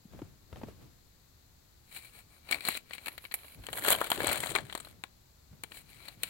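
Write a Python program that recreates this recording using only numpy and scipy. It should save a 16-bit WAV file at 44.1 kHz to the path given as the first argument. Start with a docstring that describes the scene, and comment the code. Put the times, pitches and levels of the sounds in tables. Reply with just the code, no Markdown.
"""Gift-wrapped parcel and tinsel, close up.

A soft parcel in glossy wrap is gripped, lifted from a heap of tinsel and set down by a hand-held camera;
then a hand takes a second parcel. The paper buckles in sharp snaps over a rustle of tiny creases.
Fingers knock and drag on the camera body. Its two microphone ports colour the paper differently.
The room is small and dead, with a steady hiss."""
import sys
import numpy as np
from scipy import signal
from scipy.fft import rfft, irfft, next_fast_len
from scipy.io import wavfile
from scipy.ndimage import map_coordinates

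SR = 44100
rng = np.random.default_rng(int(sys.argv[2]) if len(sys.argv) > 2 else 0)


def wrap_up_sound(samples):
    """Save the sound to the file named by the first command line argument, as 16-bit audio."""
    columns = np.atleast_2d(samples).T
    # keep every value between -1 and 1, then stretch to whole-number steps
    tamed = np.clip(columns, -1, 1)
    steps = np.round(tamed * 32767).astype(np.int16)
    wavfile.write(sys.argv[1], SR, steps)


N = 277459

# hand moves that flex and slide the paper:
# (time [s], hold [s], crackle level [dB], body offset [dB], fizz offset [dB])
HAND_STROKES = [ (1.966, 0.0067, -43, -2.5, 1), (2.032, 0.046, -55.5, -1.5, 0.5),
                (2.15, 0.051, -55.5, 4, 0.5), (2.32, 0.05, -63.5, 5.5, 1), (2.526, 0.034, -42.5, 6, -4.5),
                (2.668, 0.022, -36.5, 1.5, -2.5), (2.704, 0.052, -39.5, -24, -4.5),
                (2.942, 0.0079, -44, -11, -6.5), (3.02, 0.13, -52.5, 0, -2.5),
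                (3.235, 0.021, -51.5, -10, -0.5), (3.373, 0.17, -52, -4, -1), (3.63, 0.084, -53.5, -10, -6),
                (3.765, 0.021, -41, 1, 3.5), (3.885, 0.036, -25, -1.5, -1.5), (3.969, .11, -41, 1, -6),
                (4.138, 0.011, -36, -4, -2), (4.215, 0.16, -36.5, 4.5, -4), (4.272, .05, -32.5, 3, -25),
                (4.416, 0.1, -41, 2, 1), (4.562, 0.023, -43, 6.5, -8.5), (4.66, 0.25, -57.5, -4, -3),
                (5.753, 0.037, -50, -3.5, 1.5), (5.897, 0.23, -57, -2, -2.5), (6.027, 0.064, -54, 3, -7),
                (6.257, 0.026, -47.5, -7, -1.5)]
# parcel position: (time [s], nearness [0 arm's length .. 1 close], treble left-right [dB])
PARCEL_PATH = [(0, 0, -4), (2.7, 0.079, 1.5), (3.0, 0.32, -1), (3.13, 0.22, -10.5), (3.55, 0.29, -10.5),
               (3.72, 0.73, -6.5), (3.92, 0.79, -3), (4.3, 0.6, -0.5), (4.6, 0.69, 6), (4.85, 0.58, -3.5),
               (5.75, 0.16, 1.5), (6.29, 0.24, -1.5)]
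STROKE_ATTACK_S, STROKE_RELEASE_S = 0.072, 0.046


def paper():
    """Snaps and rustle reach the two ports alike in the bass, nearly unrelated in the treble."""
    # registers of the sheet, broad panels to sharp crease tips: (frequency [Hz], level [dB])
    body_colour = [(40, -16), (150, -6), (280, 0.5), (450, -2), (650, -2), (1100, -0.5), (1700, -4),
                   (3000, -30)]
    crack_colour = [(500, -25), (1000, -12.5), (1500, -5.5), (4450, -1), (4900, -7), (6000, -8.5),
                    (9000, -32.5)]
    edge_colour = [(3500, -51.5), (5500, -3), (7000, 0.5), (16000, 5.5)]
    body, crack, edge = [a + b for a, b in zip(snaps(), rustle())]
    return (through_ports(body, body_colour, correlation=0.81)
            + through_ports(crack, crack_colour, correlation=0.12)
            + through_ports(edge, edge_colour, correlation=0.065))


def snaps():
    """Buckling creases drive the body, crack and edge registers, each with its own strength."""
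    # (time [s], level [dB], body offset [dB], edge offset [dB], edge left-right [dB], ring [Hz])
    big_snaps = [(2.4898, -42, -6, -29, 6, 2260), (2.511, -28, -1, 0.5, 6, 2310),
                 (2.5225, -24.5, -16, -9.5, 8, 2230), (2.5271, -25.5, -19, -11, 11, 2170),
                 (2.544, -32, -4, -8, 6, 2300), (2.607, -39, -7, -7, -1, 2410),
                 (2.6511, -34, -2.5, -1, 5, 3920), (2.6743, -37, -23, -3, -1, 3970),
                 (2.6859, -29.5, 5, 4.5, -3, 2300), (2.6879, -33.5, 1.5, -14, -3, 2370),
                 (2.7512, -34.5, -7, -17, 5, 2560), (2.7719, -34.5, -8, 1, 4, 2500),
                 (2.9088, -40, -1, -26, 17, 2080), (2.934, -34, -19, -9, 5, 2370),
                 (2.9809, -40.5, -4.5, -12.5, 4, 2280), (3.0595, -33.5, -17, -5, -2, 2500),
                 (3.0695, -37.5, 0, -2, -5, 2300), (3.082, -31.5, -3.5, -5.5, 0, 2490),
                 (3.179, -38.5, -5.5, -4, -5, 1950), (3.251, -40, -10.5, -22, -17, 2320),
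                 (3.3124, -39, -6.5, -19, -5, 1980), (3.3206, -39, -9, -6, -7.5, 2150),
                 (3.3402, -31.5, -6.5, 7, -7, 2100), (3.639, -44.5, -6, -15, 1, 1430),
                 (3.667, -37, -11, -3, 6, 3000), (3.687, -41, 5.5, -14, -6, 2000),
                 (3.7297, -35.5, 0, -0.5, 15, 2980), (3.8491, -30, -1.5, -8, 0, 1520),
                 (3.862, -30.5, 0.5, -1, 12, 2980), (3.9040, -28, 3.5, 8, -1, 1120),
                 (3.9182, -31.5, 1, 4, 10, 4060), (3.9240, -29.5, 3, 12, -11, 3970),
                 (3.949, -32, 3, -6, -13, 3070), (4.0138, -30, 9.5, -2.5, -1.5, 1250),
                 (4.043, -32.5, -10, -4, -3, 1490), (4.102, -32, 2.5, 6, -3.5, 3140),
                 (4.1166, -23, 4, -2.5, -5, 3140), (4.176, -36, 0.5, -8.5, 10, 452),
                 (4.204, -31, 6, -10, -6, 2170), (4.2704, -34.5, -0.5, 9.5, 15.5, 547),
                 (4.2899, -30, -2, -1.5, 15, 2280), (4.317, -45, -5, 14.5, -3, 2270),
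                 (4.329, -29, -17, 2.5, -2, 2260), (4.374, -34, -12.5, -2.5, 11, 2110),
                 (4.403, -34, -16.5, 4.5, 7.5, 3100), (4.436, -29, -3, -7, 13, 2000),
                 (4.47, -35, -3, -4.5, 13, 4090), (4.5024, -38, -10, 4, 15.5, 4220),
                 (4.5514, -21, -4, -11, 11, 2180), (4.5601, -23.5, -4, -8.5, 1.5, 2270),
                 (4.5857, -30, -2, -15.5, 1, 1700), (4.6976, -38, -6.5, -22, 17, 2060),
                 (4.7256, -37.5, -6, -8.5, 1, 3120), (4.7509, -29.5, 0, -6, 8, 547),
                 (4.776, -40, -5, -1, 2, 1060), (4.801, -40.5, -4.5, -0.5, 15, 1300),
                 (4.848, -46.5, 0.5, -3, 2, 4030), (4.871, -51.5, 3.5, -15, 5.5, 1520),
                 (5.0377, -32.5, -3.5, -12, 4, 1620), (5.636, -38.5, 3, 3, 6, 3150),
                 (5.719, -44, 1, -13, 2, 3030), (6.0833, -39, 0, -4.5, 7, 4200),
                 (6.2333, -26, -7, 0.5, 3.5, 2680)]
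    body, crack, edge = np.zeros((3, 2, N))
    for s, db, body_db, edge_db, pan_db, hz in big_snaps + small_snaps():
        strength = rng.choice([-1, 1]) * amp(db)
        push = buckle(pop=0.8, t60_s=0.032, flutter_db=-15.5, flutter_t60_s=0.034)
        snap = buckle(pop=0.43, t60_s=0.026, flutter_db=-33, flutter_t60_s=0.24)
        tick = buckle(pop=0.45, t60_s=0.011, flutter_db=-10.5, flutter_t60_s=0.052)
        add(body, s, strength * amp(body_db - 5.5) * ring(push, hz, q=1.4, boost=0.75))
        add(crack, s, strength * amp(-4) * ring(snap, hz, q=7, boost=1.9))
        add(edge, s, strength * amp(edge_db) * panned(pan_db) * tick)
    return body, crack, edge


def small_snaps():
    """Lesser creases give way at random, as hard as the paper is flexed. Rows as in big_snaps."""
    slots_per_s, scatter_db, far_db, floor_db = 32, 3, -5, -70
    ring_hz, spread_octaves = 2210, 0.29
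    flex = swells([stroke[:3] for stroke in HAND_STROKES], STROKE_ATTACK_S, STROKE_RELEASE_S)
    near, pan_db = curves(PARCEL_PATH)
    draws = rng.standard_normal((int(slots_per_s * N / SR), 6))
    rows = []
    for slot, (jitter, size, body, edge, side, pitch) in enumerate(draws):
        s = (slot + 0.5 + 0.5 * np.tanh(jitter)) / slots_per_s
        i = min(int(s * SR), N - 1)
        db = 20 * np.log10(flex[i]) + 1.5 + far_db * (1 - near[i]) + scatter_db * np.tanh(size)
        if db > floor_db:
            body_db, edge_db = scatter_db * body - 3.5, scatter_db * edge - 0.5
            hz = ring_hz * 2 ** (spread_octaves * pitch)
            rows.append((s, db, body_db, edge_db, pan_db[i] + 0.5 * side, hz))
    return rows


def buckle(pop, t60_s, flutter_db, flutter_t60_s):
    """A crease pops over, shivers in fast uneven jerks, then flutters weakly. Rms 1 over the first 5 ms."""
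    jerks_per_s, rise_s = 1500, 0.00025
    t = np.arange(SR // 10) / SR
    jerks = amp(4.5 * np.interp(t * jerks_per_s, np.arange(151), rng.standard_normal(151)))
    fade = amp(-60 * t / t60_s) + amp(flutter_db - 60 * t / flutter_t60_s)
    shiver = rng.standard_normal((2, len(t))) * jerks * fade * (1 - np.exp(-t / rise_s))
    shiver /= np.linalg.norm(shiver, axis=1, keepdims=True)
    shiver[:, int(rng.random() * SR / jerks_per_s)] += pop
    return shiver / np.sqrt(np.mean(shiver[:, :SR // 200] ** 2))


def rustle():
    """At arm's length the paper mostly slides; pressed close by, creases crackle and broad panels pop."""
    s, hold_s, db, body_db, fizz_db = np.transpose(HAND_STROKES)
    flex, heave, brush = [swells(zip(s, hold_s, db + offset_db), STROKE_ATTACK_S, STROKE_RELEASE_S)
                          for offset_db in (0, body_db, fizz_db)]
    near, pan_db = curves(PARCEL_PATH)
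    flex_db = np.clip(20 * np.log10(flex), -70, -25)
    creases_per_s = 250 * amp(0.2 * (flex_db + 50))
    grain = creases(creases_per_s, spread_db=4, t60_s=0.008, slide=0.35 + 2.2 * (1 - near))
    body, crackle, fizz = grain * rng.standard_normal((3, 2, N))
    taut_wrap = ring(crackle, hz=2340, q=11.6, boost=0.77)  # rings under sliding fingers
    crackle = near * crackle + (1 - near) * taut_wrap
    pops = panels(per_s=210, pitch_hz=573, log_spread=0.78, t60_cycles=6.5, range_db=9.5)
    body = 0.57 * body + 0.26 * near * pops
    return (amp(-6) * heave * body,
            amp(-3.5) * flex * panned(0.8 * pan_db) * crackle,
            amp(-1.5) * brush * panned(pan_db) * fizz)


def creases(per_s, spread_db, t60_s, slide):
    """Envelope of tiny uneven creases over smooth sliding; slide is the sliding-to-crease power ratio."""
    size = amp(spread_db * np.minimum(rng.exponential(size=N), 3.5))
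    flips = (rng.random(N) < per_s / SR) * size ** 2 / per_s
    t = np.arange(SR // 30) / SR
    power = np.abs(convolve(flips, amp(-60 * t / t60_s) ** 2)[0])
    return np.sqrt((power / power.mean() + slide) / (1 + slide))


def panels(per_s, pitch_hz, log_spread, t60_cycles, range_db):
    """Panels of the sheet pop in and out, each ringing a few cycles at its own pitch. Rms 1."""
    pops = np.zeros((2, N))
    t = np.arange(SR // 40) / SR
    for when, pitch, size, lead in rng.random((int(per_s * N / SR), 4)):
        hz = pitch_hz * np.exp(log_spread * (2 * pitch - 1))
        phase = 2 * np.pi * hz * t + np.array([[0], [np.pi * lead]])
        envelope = amp(range_db * size ** 2 - 60 * hz * t / t60_cycles)
        add(pops, when * N / SR, envelope * np.sin(phase))
    return unit(pops)


def through_ports(x, register, correlation, right_lag_samples=5):
    """One register of the paper at both ports; their colour blends from far to near with the parcel."""
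    # port resonances, paper at arm's length and close by: (frequency [Hz], level [dB])
    left_far = [(450, -12), (650, -8.5), (1000, -10.5), (1600, -8.5), (1900, -3.5), (2300, -2),
                (2800, -6.5), (3500, -12), (4100, -3), (5200, -15.5), (6400, -19), (7500, -6.5), (9000, -8),
                (10300, -19), (14200, -38), (15300, -11)]
    right_far = [(450, -16), (750, -12.5), (1000, -18.5), (1900, -19.5), (3200, -15.5), (4400, -28.5),
                 (5500, -31), (7800, -25.5), (9300, -19), (10500, -11.5), (11300, -3.5), (12300, -22.5),
                 (14000, -10), (15300, -19)]
    left_near = [(200, -12.5), (550, 4.5), (1100, 0), (1900, -1.5), (2300, -8.5), (2700, -11), (3200, -5.5),
                 (4100, -11), (5500, -24.5), (7300, -3.5), (9000, -6.5), (10300, -22), (14200, -30.5),
                 (15300, -20)]
    right_near = [(200, -18), (600, -3), (1300, -13), (1800, -13.5), (3400, -19), (4300, -40), (5500, -35),
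                  (7800, -30.5), (9300, -23), (10400, -13.5), (11400, -5), (12600, -20), (14000, -15.5),
                  (15300, -13.5)]
    # narrow pipe tones: (frequency [Hz], Q, boost)
    left_pipe = [(2277, 38, 0.9), (4030, 20.6, 0.54), (9090, 19, 0.93)]
    right_pipe = [(3160, 5.9, 0.27), (11800, 24, 0.69)]
    at_right = correlation * x[0] + np.sqrt(1 - correlation ** 2) * x[1]
    pair = np.array([x[0], np.roll(at_right, right_lag_samples)])
    near, _ = curves(PARCEL_PATH)
    heard = np.zeros((2, N))
    for share, left, right in ((1 - near, left_far, right_far), (near, left_near, right_near)):
        ir = np.array([port(register, left, left_pipe), port(register, right, right_pipe)])
        heard += convolve(share * pair, ir / np.sqrt(np.sum(ir ** 2) / 2))
    return heard


def port(register, colour, pipe):
    """Impulse response of one microphone port to one register of the paper."""
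    ir = response(register, colour)
    for hz, q, boost in pipe:
        ir = ring(ir, hz, q, boost)
    return ir


def knocks():
    """Fingers bump the camera: a thud that sags in pitch, longer when lower, and a dull casing tick."""
    # (time [s], level [dB], nominal pitch [Hz], tick offset [dB])
    bumps = [(0.053, -39, 208, -38), (0.135, -41, 196, -17), (0.148, -43.5, 336, -16.5),
             (0.191, -47.5, 223, -5), (0.218, -26.5, 323, -25.5), (0.225, -34, 130.3, -31),
             (0.528, -37.5, 96, -10.5), (0.559, -41.5, 670, -5.5), (0.57, -41.5, 121, -12),
             (0.615, -42, 553, -10.5), (0.634, -29, 260, -15), (0.673, -37, 159, -22),
             (0.685, -39, 463, -14.5), (3.598, -37.5, 72.3, -29), (4.183, -26, 386.4, -34),
             (4.24, -23, 320, -31), (4.638, -38, 148, -28), (5.511, -40, 103, -40), (5.529, -42, 170, -27),
             (6.173, -43.5, 138, -29)]
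    # casing under a fingertip: (frequency [Hz], level [dB])
    casing_colour = [(100, 7), (290, 6.5), (430, 8), (610, 10), (850, 4), (1300, -3), (2500, -9.5),
                     (4500, -18.5), (9000, -32.5)]
    thuds, ticks = np.zeros(N), np.zeros((2, N))
    t = np.arange(SR // 4) / SR
    for s, db, hz, tick_db in bumps:
        cycles = np.cumsum(hz * (0.59 + 0.5 * np.exp(-t / 0.016))) / SR
        t60_s = 0.004 + 6 / hz
        envelope = (1 - np.exp(-t * hz / 1.1)) * amp(-60 * t / t60_s)
        add(thuds, s, amp(db + 7) * envelope * np.sin(2 * np.pi * cycles))
        tick = buckle(pop=0.53, t60_s=0.029, flutter_db=-33, flutter_t60_s=0.054)
        add(ticks, s, amp(db + tick_db + 1) * tick)
    casing = convolve(ticks[0] + 2.46 * ticks, response(casing_colour))
    return (thuds + casing) * amp([[1], [-1]])


def grip():
    """Skin drags on the camera body in uneven lumps as the holding hand shifts."""
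    # (time [s], hold [s], level [dB])
    hand_shifts = [(.155, 0.094, -49.5), (.54, .05, -49.5), (.655, 0.017, -46), (.8, 0.062, -53.5),
                   (3.58, .04, -54), (3.7, 0.19, -54), (3.89, 0.047, -46.5), (4.2, 0.12, -44),
                   (4.4, 0.26, -49.5), (4.76, 0.23, -59.5), (5.54, .03, -56.5), (5.65, 0.47, -63.5),
                   (6.19, .1, -56.5)]
    # (frequency [Hz], density [dB])
    rumble_colour = [(20, -18.5), (60, 0), (130, 2), (280, -6.5), (450, -13.5), (1000, -21.5), (3000, -28),
                     (9000, -37)]
    drag = swells(hand_shifts, attack_s=0.098, release_s=0.17)
    friction = rng.standard_normal(N) + 1.72 * rng.standard_normal((2, N))
    rub = convolve(friction, response(rumble_colour))
    lumps = amp(1.8 * wobble(knots_per_s=45))
    return amp(-3) * drag * lumps * unit(rub) * amp([[1.5], [-1.5]])


def room(x):
    """A short tail from walls and bedding, 5 ms late, treble dying first."""
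    # (frequency [Hz], t60 [s])
    decay_times = [(200, 0.91), (1000, 0.21), (4000, 0.16), (14000, 0.1)]
    hz, t, noise = signal.stft(rng.standard_normal((2, SR // 3)), SR, nperseg=256)
    decay = amp(-60 * t / along(decay_times, hz)[:, None])
    _, tail = signal.istft(noise * decay, SR, nperseg=256)
    delayed = np.pad(tail, ((0, 0), (SR // 200, 0)))
    return convolve(x, delayed / np.linalg.norm(tail[0]))


def hiss():
    """Low room tone shared by both ports, plus each port's own hiss."""
    # noise colour per channel: (frequency [Hz], level [dB])
    left_colour = [(20, -54), (60, -47), (150, -51.5), (350, -55.5), (1000, -59), (3000, -66.5),
                   (4200, -56.5), (5500, -64), (7600, -60.5), (9000, -74.5), (12000, -69), (15500, -65)]
    right_colour = [(20, -58), (60, -46), (150, -55.5), (350, -53.5), (1000, -63), (3000, -69),
                    (5000, -76.5), (8000, -78.5), (10000, -70), (11500, -64), (12600, -65.5), (15500, -69)]
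    port_hiss = convolve(rng.standard_normal((2, N)), response([(150, -1.5), (600, -2.5), (2000, 0.42)]))
    room_tone = convolve(rng.standard_normal(N), response([(150, 8.5), (600, -19), (2000, -14)]))
    colours = [response(left_colour), response(right_colour)]
    return amp(0.6) * convolve(amp(-2.5) * room_tone + port_hiss, colours)


def amp(db):
    return 10 ** (np.asarray(db) / 20)


def unit(x):
    return x / np.sqrt(np.mean(x ** 2) + 1e-20)


def along(points, hz):
    """Interpolate (frequency [Hz], value) points on a log axis."""
    knots_hz, values = np.transpose(points)
    return np.interp(np.log(hz + 1), np.log(knots_hz), values)


def curves(rows):
    """One value per sample for each column after the time."""
    s, *columns = np.transpose(rows)
    return [np.interp(np.arange(N) / SR, s, column) for column in columns]


def swells(moves, attack_s, release_s):
    """Gain of (time [s], hold [s], level [dB]) moves; 20 dB per attack or release time, powers add."""
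    t = np.arange(N) / SR
    power = np.zeros(N)
    for s, hold_s, db in moves:
        span = slice(*np.searchsorted(t, [s - 3 * attack_s, s + hold_s + 3 * release_s]))
        before = np.maximum((s - t[span]) / attack_s, 0)
        after = np.maximum((t[span] - s - hold_s) / release_s, 0)
        power[span] += amp(db - 20 * (before + after)) ** 2
    return np.sqrt(power)


def wobble(knots_per_s):
    """Smooth random curve."""
    knots = rng.standard_normal(int(N * knots_per_s / SR) + 4)
    return map_coordinates(knots, [np.arange(N) * knots_per_s / SR])


def panned(left_right_db):
    """Left and right gains of constant power."""
    gains = amp(np.array([[1], [-1]]) * left_right_db / 2)
    return gains / np.sqrt(np.mean(gains ** 2, axis=0))


def add(track, s, sound):
    """Mix a sound into a track at time s."""
    i = max(round(s * SR), 0)
    track[..., i:i + sound.shape[-1]] += sound[..., :max(N - i, 0)]


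def ring(x, hz, q, boost):
    """x with one resonance added."""
    b, a = signal.iirpeak(hz, q, fs=SR)
    return x + boost * signal.lfilter(b, a, x)


def response(*colours, size=4096):
    """Minimum-phase impulse response of (frequency [Hz], level [dB]) colours in series."""
    hz = np.fft.rfftfreq(size, 1 / SR)
    gain = amp(sum(along(points, hz) for points in colours))
    cepstrum = irfft(np.log(gain))
    cepstrum[1:size // 2] *= 2
    cepstrum[size // 2 + 1:] = 0
    return irfft(np.exp(rfft(cepstrum)))


def convolve(x, ir):
    return signal.oaconvolve(np.atleast_2d(x), np.atleast_2d(ir), axes=1)[:, :N]


def scene():
    wrap = paper()
    return wrap + amp(-19.5) * room(wrap) + knocks() + grip() + hiss()


def record(dry):
    """The camera keeps nothing above its band limit."""
    top_hz = 15900
    size = next_fast_len(N + SR // 4)
    passband = np.fft.rfftfreq(size, 1 / SR) < top_hz
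    return irfft(rfft(dry, size) * passband, size)[:, :N]


dry = scene()
out = record(dry)
wrap_up_sound(out)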